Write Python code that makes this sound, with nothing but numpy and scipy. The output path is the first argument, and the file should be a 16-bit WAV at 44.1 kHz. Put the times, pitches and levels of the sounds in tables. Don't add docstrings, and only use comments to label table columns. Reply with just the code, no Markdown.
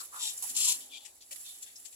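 import sys
import numpy as np
from scipy import signal
from scipy.fft import rfft, irfft, next_fast_len
from scipy.io import wavfile

SR = 44100
rng = np.random.default_rng(int(sys.argv[2]) if len(sys.argv) > 2 else 0)


def unload_wav(signal):
    wavfile.write(
        sys.argv[1],
        SR,
        np.round(np.clip(np.atleast_2d(signal).T, -1, 1) * 32767).astype(np.int16),
    )


N = 85995

# (time [s], level [dB])
SQUAWK_EFFORT = [
    [(.13, -80), (.166, -53), (.186, -54.5), (.208, -43.5), (.258, -36.5), (.3, -41), (.315, -50),
     (.35, -60)],
    [(.535, -71), (.55, -44.5), (.568, -31.5), (.582, -34), (.605, -36.5), (.61, -30.5), (.64, -34),
     (.656, -30.5), (.661, -31.5), (.685, -29), (.7, -31), (.723, -30.5), (.733, -37), (.8, -61)],
]
# (resonance spacing [Hz], echo strength [0-1])
SQUAWK_PIPE = [(1880, .4), (1047, .55)]
# (throat [Hz], throat width [Hz], throat gain [dB],
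# tilt [dB per octave], left-right [dB], left lag [samples], low cut [Hz])
SQUAWK_COLOUR = [(3640, 230, 10.4, 0.011, 0, 6.44, 2470), (2800, 140, 1.87, 0.5, 0.017, 3.73, 2670)]
# (time [s], attack [s], hold [s], release per 20 dB [s], level before CALL_TRIM_DB [dB],
# windpipe spacing [Hz], echo strength [0-1], then the same columns as SQUAWK_COLOUR)
SHORT_CALLS = [ (0, 0.00066, 0.0065, 0.032, -40.5, 1180, 0.058, 4220, 600, 12.5, 4, 6.5, 6.5, 2040),
               (.376, .001, .002, .003, -37, 1200, .1, 7700, 900, 5, 0, 8, 5, 5500),
               (0.422, 0.0027, 0.0062, 0.031, -24, 1300, 0.17, 6100, 900, 1, 9, -4.5, 18.5, 1890),
               (0.486, 0.0085, 0.0095, 0.017, -30.5, 1260, 0.08, 4040, 900, 3, 4.5, 1, 5.5, 2850),
               (0.798, 0.008, 0.013, 0.074, -46, 1270, 0.086, 3300, 900, 14.5, 4, 2, 3, 2600),
               (0.883, 0.066, 0.025, 0.03, -45, 1170, 0.19, 3380, 416, 48, 0, 6, 2, 2680),
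               (1.003, 0.0041, 0.015, 0.057, -53, 1200, 0.27, 3520, 800, 14, -3, 2, 1.5, 2520),
               (1.046, 0.0062, 0.0071, 0.04, -43, 595, 0.17, 2430, 870, 9, 2, 5.5, -16, 1860),
               (1.205, 0.0026, 0.018, 0.037, -53, 1190, 0.42, 4260, 1960, 13, 0.5, -3.5, -13.5, 2010),
               (1.308, 0.0014, 0.02, 0.013, -35.5, 1420, 0.061, 2470, 1160, 9, 5.5, 1, -18, 1010),
               (1.151, 0.0018, 0.0028, 0.0074, -52, 1200, .1, 9400, 2000, 6, 14, -21, 20, 6000),
               (1.357, 0.0019, 0.0062, 0.0062, -41.5, 1190, 0.082, 1800, 900, 12, 8, -18.5, -5.5, 900),
               (1.431, 0.037, 0.0076, 0.13, -45, 885, 0.3, 3600, 536, 25.5, 5, -4, 5, 2420),
               (1.62, 0.0079, 0.0038, 0.024, -34.5, 720, 0.56, 3780, 700, 5.5, 5, 1.5, -12.5, 1750),
               (1.657, 0.003, 0.012, 0.13, -55.5, 1130, 0.11, 3570, 497, 8, -4, 4.5, 8.5, 1870),
               (1.754, 0.004, 0.0084, 0.021, -44.5, 1302, 1, 5700, 1390, 40, 1, -3.5, 15.5, 3370),
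               (1.846, 0.0084, 0.0069, 0.041, -40.5, 1300, 0.2, 3040, 600, 10, 6.5, 12.5, 19.5, 1750),
               (1.925, 0.0015, .008, .02, -53, 1200, 0.09, 5000, 900, -4, -1, 6, 21.5, 2380)]
CALL_TRIM_DB = -6.5
CALL_LIKENESS = .68
FLUTTER_DB, FLUTTER_HZ = 1, 56
PIPE_CLEAR_HZ, PIPE_DULL_HZ = 4330, 8700
RASP_PER_S, RASP_DECAY_S, RASP_SHARE = 330, .0012, .3
SWELL_BEND = 1.6

# (time [s], attack [s], hold [s], release per 20 dB [s], level [dB],
# start [Hz], end [Hz], octave partial [dB], left-right [dB])
WHISTLES = [(.19, .015, .075, .012, -64, 1000, 790, -11, 0.5),
            (.908, .03, .038, .008, -59, 2370, 2410, -8, -8),
            (1.425, .02, .022, .01, -69, 2580, 2720, -12, -0.5),
            (1.47, .008, .018, .025, -60, 3580, 3480, -9, -1)]
WHISTLE_WOBBLE, WHISTLE_WOBBLE_HZ = .018, 90
WHISTLE_FLUTTER_DB = 3.5
# (time [s], attack [s], hold [s], release per 20 dB [s], level [dB],
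# resonance [Hz], width [Hz], left-right [dB])
CROAKS = [(0.0022, 0.0004, 0.004, 0.046, -52, 1250, 350, 3),
          (0.115, 0.027, 0.023, 0.077, -50, 1173, 460, -0.5),
          (.421, 0.0039, 0.0032, 0.015, -56.5, 1050, 250, 0),
          (0.434, 0.0053, 0.0033, 0.03, -55.5, 880, 250, -0.5),
          (0.552, 0.0039, 0.14, 0.042, -64.5, 1234, 93, -0.5),
          (0.667, 0.0037, 0.041, 0.059, -60, 982, 88, -9),
          (1.31, 0.0063, 0.021, 0.0064, -69, 620, 200, 0.5),
          (.8, 0.044, 0.24, 0.091, -77.5, 818, 114, -1.5), (0.476, 0.033, 0.14, 0.36, -73, 254, 130, -10.5),
          (0.59, 0.04, 0.23, 0.21, -76.5, 292, 116, -7), (0.551, 0.0027, 0.16, 0.17, -70, 924, 250, 4.5)]
CROAK_LIKENESS = 0.66

# (time [s], level [dB])
RUSTLE_LEVEL = [(0, -40.5), (0.103, -53), (0.161, -42.5), (.33, -42.5), (.41, -41.5), (.47, -34),
                (.53, -39.5), (.76, -39), (.89, -54), (1.03, -55), (1.17, -57.5), (1.29, -56),
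                (1.34, -45.5), (1.45, -46), (1.56, -47), (1.6, -51), (1.7, -51.5), (1.75, -55.5),
                (1.802, -48.5), (1.84, -53)]
# (frequency [Hz], relative level [dB])
RUSTLE_COLOUR = [(100, -23), (600, -28.5), (1500, -21), (2500, -16.5), (4000, -16), (6000, -10.5),
                 (8000, -8.5), (11000, -1.5), (16000, -1)]
RUSTLE_TRIM_DB, RUSTLE_PAN_DB, RUSTLE_LIKENESS = -3, -1.5, 0.31
RUSTLE_GRAINS_PER_S, RUSTLE_GRAIN_DB = 5000, 3
RUSTLE_WAVER_DB, RUSTLE_WAVER_HZ = 1.2, 15
LEAF_ECHO_S = (.001, .006)
LEAF_ECHO_GAIN = .26

# (frequency [Hz], relative level per Hz [dB])
AIR_SPECTRUM = [(15, -49), (25, -20), (60, -1), (119, -13.5), (157, -18.5), (248, -5.5), (383, -5.5),
                (482, -5.5), (779, -3.5), (1230, -13), (2290, -14.5), (3310, -19.5), (3620, -7.5),
                (6000, -12.5), (7800, -10), (13200, -120)]
# (frequency [Hz], likeness [-1 to 1])
AIR_LIKENESS = [(40, .96), (130, .9), (300, .7), (700, .2), (1500, 0)]
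# (time [s], level [dB])
AIR_MIDS = [(0, 5), (.5, 6), (1.0, 3.5), (1.3, -2), (1.95, -0.5)]
AIR_DB, AIR_MIDS_HZ = -73.5, 365

# (frequency [Hz], gain [dB])
PORT_LEFT = [(2000, 6), (4000, 6.5), (5500, 8.5), (6800, 12.5), (7500, 18.5), (8000, 15), (8700, 4.5),
             (10000, -1), (12000, -17.5), (14500, -4), (15700, -22)]
PORT_RIGHT = [(2000, 5.5), (4000, 5), (5500, 4.5), (7000, -0.5), (8500, 7), (9600, 4.5), (10500, 13),
              (11200, 10), (12200, 0), (13500, -2.5), (14800, -16), (15600, -1), (16000, -20)]
SELF_NOISE_DB = [
    [-71],
    [-66],
]
CUTOFF_HZ = 15970


def chicks():
    out = np.zeros((2, N))
    for effort, pipe, colour in zip(SQUAWK_EFFORT, SQUAWK_PIPE, SQUAWK_COLOUR):
        s, db = np.transpose(effort)
        t = np.arange(s[0], s[-1], 1 / SR)
        fade = np.clip(np.minimum(t - s[0], s[-1] - t) / .008, 0, 1)
        envelope = fade * from_db(np.interp(t, s, db))
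        add(out, s[0], voice(envelope, *pipe, *colour))
    for s, attack, hold, release, db, *colour in SHORT_CALLS:
        envelope = swell(attack, hold, release, db + CALL_TRIM_DB)
        add(out, s, voice(envelope, *colour))
    return out


def voice(envelope, pipe_hz, ring, throat_hz, width_hz, throat_db, tilt_db, pan_db, lag, cut_hz):
    def tract(hz):
        dulling = 1 + (hz / PIPE_DULL_HZ) ** 4
        clearing = 1 + (PIPE_CLEAR_HZ / (hz + 1)) ** 6
        echo = np.clip(ring, 0, .9) / dulling / clearing
        pipe = 1 / (1 - echo * np.exp(-2j * np.pi * hz / pipe_hz))
        low_cut = 1 / np.sqrt(1 + (cut_hz / (hz + 1)) ** 14.0)
        slope = from_db(tilt_db * np.log2((hz + 1) / 5000))
        throat = 1 + (from_db(throat_db) - 1) * peak(hz, throat_hz, width_hz)
        return pipe * low_cut * slope * throat

    size = int(.3 * SR)
    turbulence = rng.standard_normal((3, size))
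    puffs = turbulence * rasp(size)
    breath = puffs * from_db(FLUTTER_DB * drift(size, FLUTTER_HZ))
    call = rms_one(shaped(pair(breath, CALL_LIKENESS, lag), tract))
    return panned(call[:, :len(envelope)] * envelope[:size], pan_db)


def rasp(size):
    flaps_per_sample = RASP_PER_S / SR * from_db(3 * drift(size, 100))
    flaps = np.diff(np.floor(np.cumsum(flaps_per_sample)), prepend=0)
    decay = np.exp(-1 / (RASP_DECAY_S * SR))
    gate = signal.lfilter([1], [1, -decay], flaps * rng.uniform(.3, 1, size))
    return 1 - RASP_SHARE + RASP_SHARE * rms_one(gate)


def whistles():
    out = np.zeros((2, N))
    for s, attack, hold, release, db, start_hz, end_hz, octave_db, pan_db in WHISTLES:
        envelope = swell(attack, hold, release, db)
        size = len(envelope)
        wobble = 1 + WHISTLE_WOBBLE * drift(SR, WHISTLE_WOBBLE_HZ)[:size]
        flutter = from_db(WHISTLE_FLUTTER_DB * drift(SR, FLUTTER_HZ)[:size])
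        pitch_hz = np.linspace(start_hz, end_hz, size) * wobble
        phase = 2 * np.pi * np.cumsum(pitch_hz) / SR
        tone = (np.sin(phase) + from_db(octave_db) * np.sin(2 * phase)) * flutter
        add(out, s, panned(np.tile(tone * envelope, (2, 1)), pan_db))
    return out


def croaks():
    def resonance(hz, centre_hz, width_hz):
        bass_cut = hz ** 2 / (hz ** 2 + 150 ** 2)
        return peak(hz, centre_hz, width_hz) ** 2 * bass_cut

    out = np.zeros((2, N))
    for s, attack, hold, release, db, centre_hz, width_hz, pan_db in CROAKS:
        noise = pair(rng.standard_normal((3, SR)), CROAK_LIKENESS, lag=11.5)
        envelope = swell(attack, hold, release, db)
        hoarse = rms_one(shaped(noise, lambda hz: resonance(hz, centre_hz, width_hz)))
        add(out, s, panned(hoarse[:, :len(envelope)] * envelope, pan_db))
    return out


def rustle():
    sizes = from_db(RUSTLE_GRAIN_DB * np.minimum(rng.exponential(1, (3, N)), 5))
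    signs = rng.choice([-1, 1], (3, N))
    grains = sizes * signs * (rng.random((3, N)) < RUSTLE_GRAINS_PER_S / SR)
    stereo = pair(grains, RUSTLE_LIKENESS, lag=-2.26)
    hiss = rms_one(shaped(stereo, lambda hz: from_db(at_hz(RUSTLE_COLOUR, hz))))
    level_db = np.interp(np.arange(N) / SR, *np.transpose(RUSTLE_LEVEL)) + RUSTLE_TRIM_DB
    waver_db = RUSTLE_WAVER_DB * drift(N, RUSTLE_WAVER_HZ)
    return panned(hiss * from_db(level_db + waver_db), RUSTLE_PAN_DB)


def leaves(x):
    lags = rng.uniform(*LEAF_ECHO_S, (6, 2, 1))
    signs = rng.choice([-1, 1], (6, 2, 1))

    def ripple(hz):
        return 1 + LEAF_ECHO_GAIN * np.sum(signs * np.exp(-2j * np.pi * hz * lags), axis=0)

    return shaped(x, ripple) / np.sqrt(1 + 6 * LEAF_ECHO_GAIN ** 2)


def air():
    def weight(hz, sign):
        likeness = np.clip(at_hz(AIR_LIKENESS, hz), -1, 1)
        return from_db(at_hz(AIR_SPECTRUM, hz)) * np.sqrt(1 + sign * likeness) * (hz > 15)

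    mid, side = rng.standard_normal((2, N))
    mid = shaped(mid, lambda hz: weight(hz, 1))
    side = shaped(side, lambda hz: weight(hz, -1))
    hum = from_db(AIR_DB) * rms_one(np.array([mid + side, mid - side]))
    bass = shaped(hum, lambda hz: 1 / (1 + (hz / AIR_MIDS_HZ) ** 4))
    mids_gain = from_db(np.interp(np.arange(N) / SR, *np.transpose(AIR_MIDS)))
    return bass + (hum - bass) * mids_gain


def from_db(db):
    return 10 ** (np.asarray(db) / 20)


def rms_one(x):
    return x / np.sqrt(np.mean(x ** 2) + 1e-20)


def at_hz(points, hz):
    table_hz, values = np.transpose(points)
    return np.interp(np.log(hz + 1), np.log(table_hz), values)


def shaped(x, response):
    size = next_fast_len(x.shape[-1] + 512)
    spectrum = rfft(x, size) * response(np.fft.rfftfreq(size, 1 / SR))
    return irfft(spectrum, size)[..., :x.shape[-1]]


def peak(hz, centre_hz, width_hz):
    return 1 / (1 + 1j * (hz ** 2 - centre_hz ** 2) / (width_hz * (hz + 1)))


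def drift(size, rate_hz):
    r = np.exp(-2 * np.pi * rate_hz / SR)
    noise = rng.standard_normal(size + 2000)
    return rms_one(signal.lfilter([1], [1, -2 * r, r * r], noise)[2000:])


def pair(three, likeness, lag):
    share = np.clip(likeness, 0, 1)
    sides = np.array([[1], [-1]])
    shared = shaped(three[0], lambda hz: np.exp(-1j * np.pi * hz * lag / SR * sides))
    return np.sqrt(share) * shared + np.sqrt(1 - share) * three[1:]


def panned(x, pan_db):
    return x * from_db([[pan_db / 2], [-pan_db / 2]])


def swell(attack, hold, release, level_db):
    t = np.arange(int((attack + hold + 2 * release) * SR)) / SR
    rise = np.clip(t / max(attack, 1e-4), 0, 1) ** SWELL_BEND
    fall_db = 20 * np.maximum(t - attack - hold, 0) / release
    return rise * from_db(level_db - fall_db)


def add(out, s, sound):
    i = max(int(s * SR), 0)
    out[:, i:i + sound.shape[1]] += sound[:, :N - i]


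def scene():
    return leaves(chicks() + rustle()) + whistles() + croaks() + air()


def record(dry):
    ports = shaped(dry, lambda hz: from_db([at_hz(PORT_LEFT, hz), at_hz(PORT_RIGHT, hz)]))
    hiss = shaped(rng.standard_normal((2, N)), lambda hz: 1 / (1 + (5000 / (hz + 1)) ** 2))
    ports = ports + from_db(SELF_NOISE_DB) * hiss
    top_cut = signal.ellip(14, .5, 65, CUTOFF_HZ, fs=SR, output="sos")
    return signal.sosfilt(top_cut, ports)


dry = scene()
out = record(dry)
unload_wav(out)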